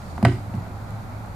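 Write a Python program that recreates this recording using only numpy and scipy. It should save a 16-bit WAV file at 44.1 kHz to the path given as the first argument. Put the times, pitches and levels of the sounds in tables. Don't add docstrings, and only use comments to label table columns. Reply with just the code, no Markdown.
import sys
import numpy as np
from scipy import signal
from scipy.fft import rfft, irfft, next_fast_len
from scipy.io import wavfile
from scipy.ndimage import map_coordinates

SR = 44100
rng = np.random.default_rng(int(sys.argv[2]) if len(sys.argv) > 2 else 0)


def log_audio(samples):
    frames = np.atleast_2d(samples).T
    limited = np.clip(frames, -1, 1)
    pcm = np.round(limited * 32767).astype(np.int16)
    wavfile.write(sys.argv[1], SR, pcm)


N = 59535
RING_S, PUFF_S = .5, .08


def amp(db):
    return 10 ** (np.asarray(db) / 20)


def unit(x):
    return x / np.sqrt(np.mean(x ** 2) + 1e-20)


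def along(points, hz):
    f, v = np.transpose(points)
    return np.interp(np.log(hz + 1), np.log(f + 1), v)


def wobble(rate):
    return map_coordinates(rng.standard_normal(int(N * rate / SR) + 4), [np.arange(N) * rate / SR])


def since(s):
    return np.maximum(np.arange(N) / SR - s, 0)


def placed(s, sound):
    out, start = np.zeros((2, N)), round(s * SR)
    out[:, start:start + sound.shape[-1]] = sound[..., :N - start]
    return out


def filtered(x, response):
    size = x.shape[-1]
    padded = next_fast_len(size + size // 8)
    return irfft(rfft(x, padded) * response(np.fft.rfftfreq(padded, 1 / SR)), padded)[..., :size]


def panned(x, pan):
    return filtered(x, lambda hz: amp(np.outer([.5, -.5], along(pan, hz))))


def noise(spectrum, alike, size=N):
    def mid_side_gains(hz):
        turn = np.arccos(np.clip(along(alike, hz), -1, 1)) / 2
        return amp(along(spectrum, hz)) * [np.cos(turn), np.sin(turn)]
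    mid, side = filtered(rng.standard_normal((2, size)), mid_side_gains)
    return np.array([mid + side, mid - side])


# frequency in Hz, relative level in dB.
TYRE_COLOUR = [(150, -11), (260, -2.5), (430, -8), (600, -3), (800, -0.5), (1050, -6.5), (1350, -5.5),
               (1700, -14.5), (2350, -17), (2950, -28), (4400, -24.5), (5500, -33.5), (7000, -31),
               (10000, -46), (14500, -43)]
# frequency in Hz, left-right likeness.
TYRE_ALIKE = [(250, 0.93), (700, 0.63), (1300, 0), (2500, 0.0028), (10000, 0)]
# frequency in Hz, left minus right in dB.
TYRE_PAN = [(500, -.7), (2300, -1), (4300, -5.5), (7000, -8), (13000, 7)]


def tyre_wash():
    wash = panned(noise(TYRE_COLOUR, TYRE_ALIKE), TYRE_PAN)
    return amp(-41 + .46 * wobble(6.8)) * unit(wash)


# frequency in Hz, relative level in dB.
RUMBLE_COLOUR = [(15, -6), (30, -5), (50, 1.5), (78, 2.5), (110, 0.5), (150, -3), (200, -2.5), (260, -12),
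                 (400, -42)]
# frequency in Hz, left-right likeness.
RUMBLE_ALIKE = [(25, 0.33), (70, 0.93), (300, 0.73)]


def traffic_rumble():
    return amp(-37.5) * unit(noise(RUMBLE_COLOUR, RUMBLE_ALIKE))


# time in seconds, pitch in Hz, level in dB.
DRONE = [(0, 79.3, -42.5), (0.172, 80.1, -36.5), (0.249, 99.93, -39), (.42, 102.5, -36.5),
         (.62, 100.4, -37), (.8, 103.9, -36), (.88, 105.3, -37.5), (.95, 105.1, -29.5), (1.04, 107.7, -42),
         (1.13, 108.1, -35), (1.35, 107, -41)]


def engine_drone():
    s, pitch, level = np.transpose(DRONE)
    hz = np.interp(since(0), s, pitch)
    db = np.interp(since(0), s, level) + 1.38 * wobble(22.105)
    phase = 2 * np.pi * np.cumsum(hz) / SR + .36 * wobble(25)
    return amp(db) * unit(np.sin(phase))


# frequency in Hz, seconds to fall 60 dB.
ECHO_T60 = [(150, 0.8), (700, 0), (2000, 0.32), (5000, 0.54), (12000, 0.8)]
# frequency in Hz, gain in dB.
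ECHO_GAIN = [(100, -15), (220, -12.5), (400, -9), (700, -9), (2000, -8), (4000, -6.5), (9000, -5.5),
             (13000, -16)]
# frequency in Hz, left-right likeness.
DIFFUSE_ALIKE = [(200, 1), (800, .92), (2000, .8), (4500, .2), (10000, 0.15)]


def playground_echo(x):
    scatter = noise(ECHO_GAIN, DIFFUSE_ALIKE, size=int(RING_S * SR))
    hz, t, bands = signal.stft(scatter, SR, nperseg=256)
    t60 = along(ECHO_T60, hz)[:, None]
    fade = amp(-60 * t / t60) * np.sqrt(2 * np.log(1000) / (t60 * SR))
    tail = signal.istft(bands * fade, SR, nperseg=256)[1]
    onset = 1 - np.exp(-since(.003)[:tail.shape[1]] / .0035)
    return signal.fftconvolve(x, tail * onset, axes=1)[:, :N]


# frequency in Hz, relative level in dB.
RUSTLE_COLOUR = [(1500, -30), (3000, -9), (3800, -7), (4500, 0), (5600, -8), (7000, -6), (9500, -9),
                 (12000, -22)]


def clothes_rustle(fade_from_s=.14, t60=.6):
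    db = -58.5 + 1.5 * wobble(60) - 60 * since(fade_from_s) / t60
    return amp([[-3], [3]]) * amp(db) * unit(noise(RUSTLE_COLOUR, DIFFUSE_ALIKE))


# frequency in Hz, left-right likeness.
NEAR_ALIKE = [(800, 0.95), (2000, 0.65), (4500, .25), (10000, -.2)]


def contact(s, spectrum, hold_s, t60, rise_s=.0003):
    t = np.arange(int(PUFF_S * SR)) / SR
    envelope = (1 - np.exp(-t / rise_s)) ** 2 * amp(-60 * np.maximum(t - hold_s, 0) / t60)
    puff = noise(spectrum, NEAR_ALIKE, size=len(t)) * envelope
    return placed(s, unit(puff) * np.sqrt(np.mean(envelope ** 2)))


# start in seconds, level in dB.
GRIT_TICKS = [(.2275, -40), (.2497, -33.5), (.5514, -49), (0.9057, -51), (1.2586, -53)]
# frequency in Hz, relative level in dB.
GRIT_COLOUR = [(1500, -29), (4300, 2), (5700, -5), (7500, 0), (10000, -3), (13000, -6)]


def grit():
    return sum(amp(db) * contact(s, GRIT_COLOUR, hold_s=.0022, t60=.012) for s, db in GRIT_TICKS)


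# start in seconds, level in dB, pitch in Hz.
SLAPS = [(.179, -25, 1450), (.1805, -21, 900), (.2275, -12, 800), (.5385, -33.5, 760), (.666, -27, 750)]


def slaps(t60=.011):
    t = np.arange(int(PUFF_S * SR)) / SR
    return sum(placed(s, amp(db - 60 * t / t60) * np.sin(2 * np.pi * hz * t)) for s, db, hz in SLAPS)


# frequency in Hz, relative level in dB.
CRACK_COLOUR = [(150, -10), (300, 0), (450, 0), (750, 2), (1050, -3), (1400, -4.5), (2000, -3.5),
                (2400, -9), (2850, -8), (3300, -17), (4700, -18), (5800, -27), (8000, -28), (14000, -42)]


def shell_crack(s, hold_s=.0025, t60=.022):
    return contact(s, CRACK_COLOUR, hold_s, t60)


def rattle(start_s=.256, length_s=.11, fall_db_per_s=172, count=12):
    delays = length_s * (np.arange(count) + rng.random(count)) / count
    return sum(amp(-27 - fall_db_per_s * delay) * shell_crack(start_s + delay, hold_s=.001, t60=.018)
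               for delay in delays)


# frequency in Hz, relative peak in dB, seconds to fall 60 dB,
# rise time in seconds.
ROCKER_MODES = [(65.6, -31, 0.32, .012), (93, -18, .25, .012), (119.9, -12, .22, .012),
                (172, -24, .22, 0.018), (208, -10.5, .13, .002), (244, -25, .22, .02),
                (282, -23.5, .19, .02), (342, -28, .19, .025), (378, -24, .17, .025),
                (515, -23, .07, 0.00039), (552, -31, .1, .001), (595, -23, .07, 0.0003),
                (685, -21, .11, 0.00057), (777, -19, .05, 0.00074), (965, -21.5, .055, 0.00027),
                (1160, -26, .07, 0.00051), (1327, -27, .06, 0.00023), (1528, -26, .055, 0.00023),
                (1932, -22, .03, .0003), (2430, -33, 0.058, 0.00026), (2764, -26, .025, .0003)]
# start in seconds, ring strength in dB, low and high band edges in Hz, relative crack in dB.
BLOWS = [(0.1785, -17, 240, 600, -29), (0.2274, 0, 115, 330, -22), (0.2497, 1.5, 260, 4000, 0),
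         (.2525, 1.5, 40, 125, -40), (.3185, -21, 700, 2010, -28), (.487, -22, 70, 170, -45),
         (.5385, -7.5, 165, 170, -30), (.561, -12, 40, 110, -45), (.666, -21, 280, 500, -42)]


def rocker():
    t = np.arange(int(RING_S * SR)) / SR
    hz, peak_db, t60, rise_s = np.transpose(ROCKER_MODES)[:, :, None]
    envelopes = (1 - np.exp(-t / rise_s)) ** 2 * amp(-60 * t / t60)
    envelopes /= envelopes.max(axis=1, keepdims=True)
    polarity = (-1) ** np.arange(len(hz))[:, None]
    rings = polarity * amp(peak_db) * envelopes * np.sin(2 * np.pi * hz * t)
    out = np.zeros((2, N))
    for s, strength_db, low_hz, high_hz, crack_db in BLOWS:
        share = 1 / np.sqrt((1 + (low_hz / hz) ** 6) * (1 + (hz / high_hz) ** 4))
        out += placed(s, amp(strength_db) * share.T @ rings)
        out += amp(crack_db - 12.5) * shell_crack(s)
    return out


# frequency in Hz, left minus right in dB.
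ROCKER_PAN = [(200, -1.5), (2500, -1), (4300, -8.5), (10000, -8)]


def scene():
    near = rocker() + slaps() + rattle() + grit()
    playground = panned(near + playground_echo(near), ROCKER_PAN) + clothes_rustle()
    traffic = tyre_wash() + (traffic_rumble() + engine_drone()) * amp([[-.6], [.6]])
    return playground + traffic


def record(dry, top_hz=14400):
    return filtered(dry, lambda hz: 1 / np.sqrt(1 + (hz / top_hz) ** 300))


dry = scene()
out = record(dry)
log_audio(out)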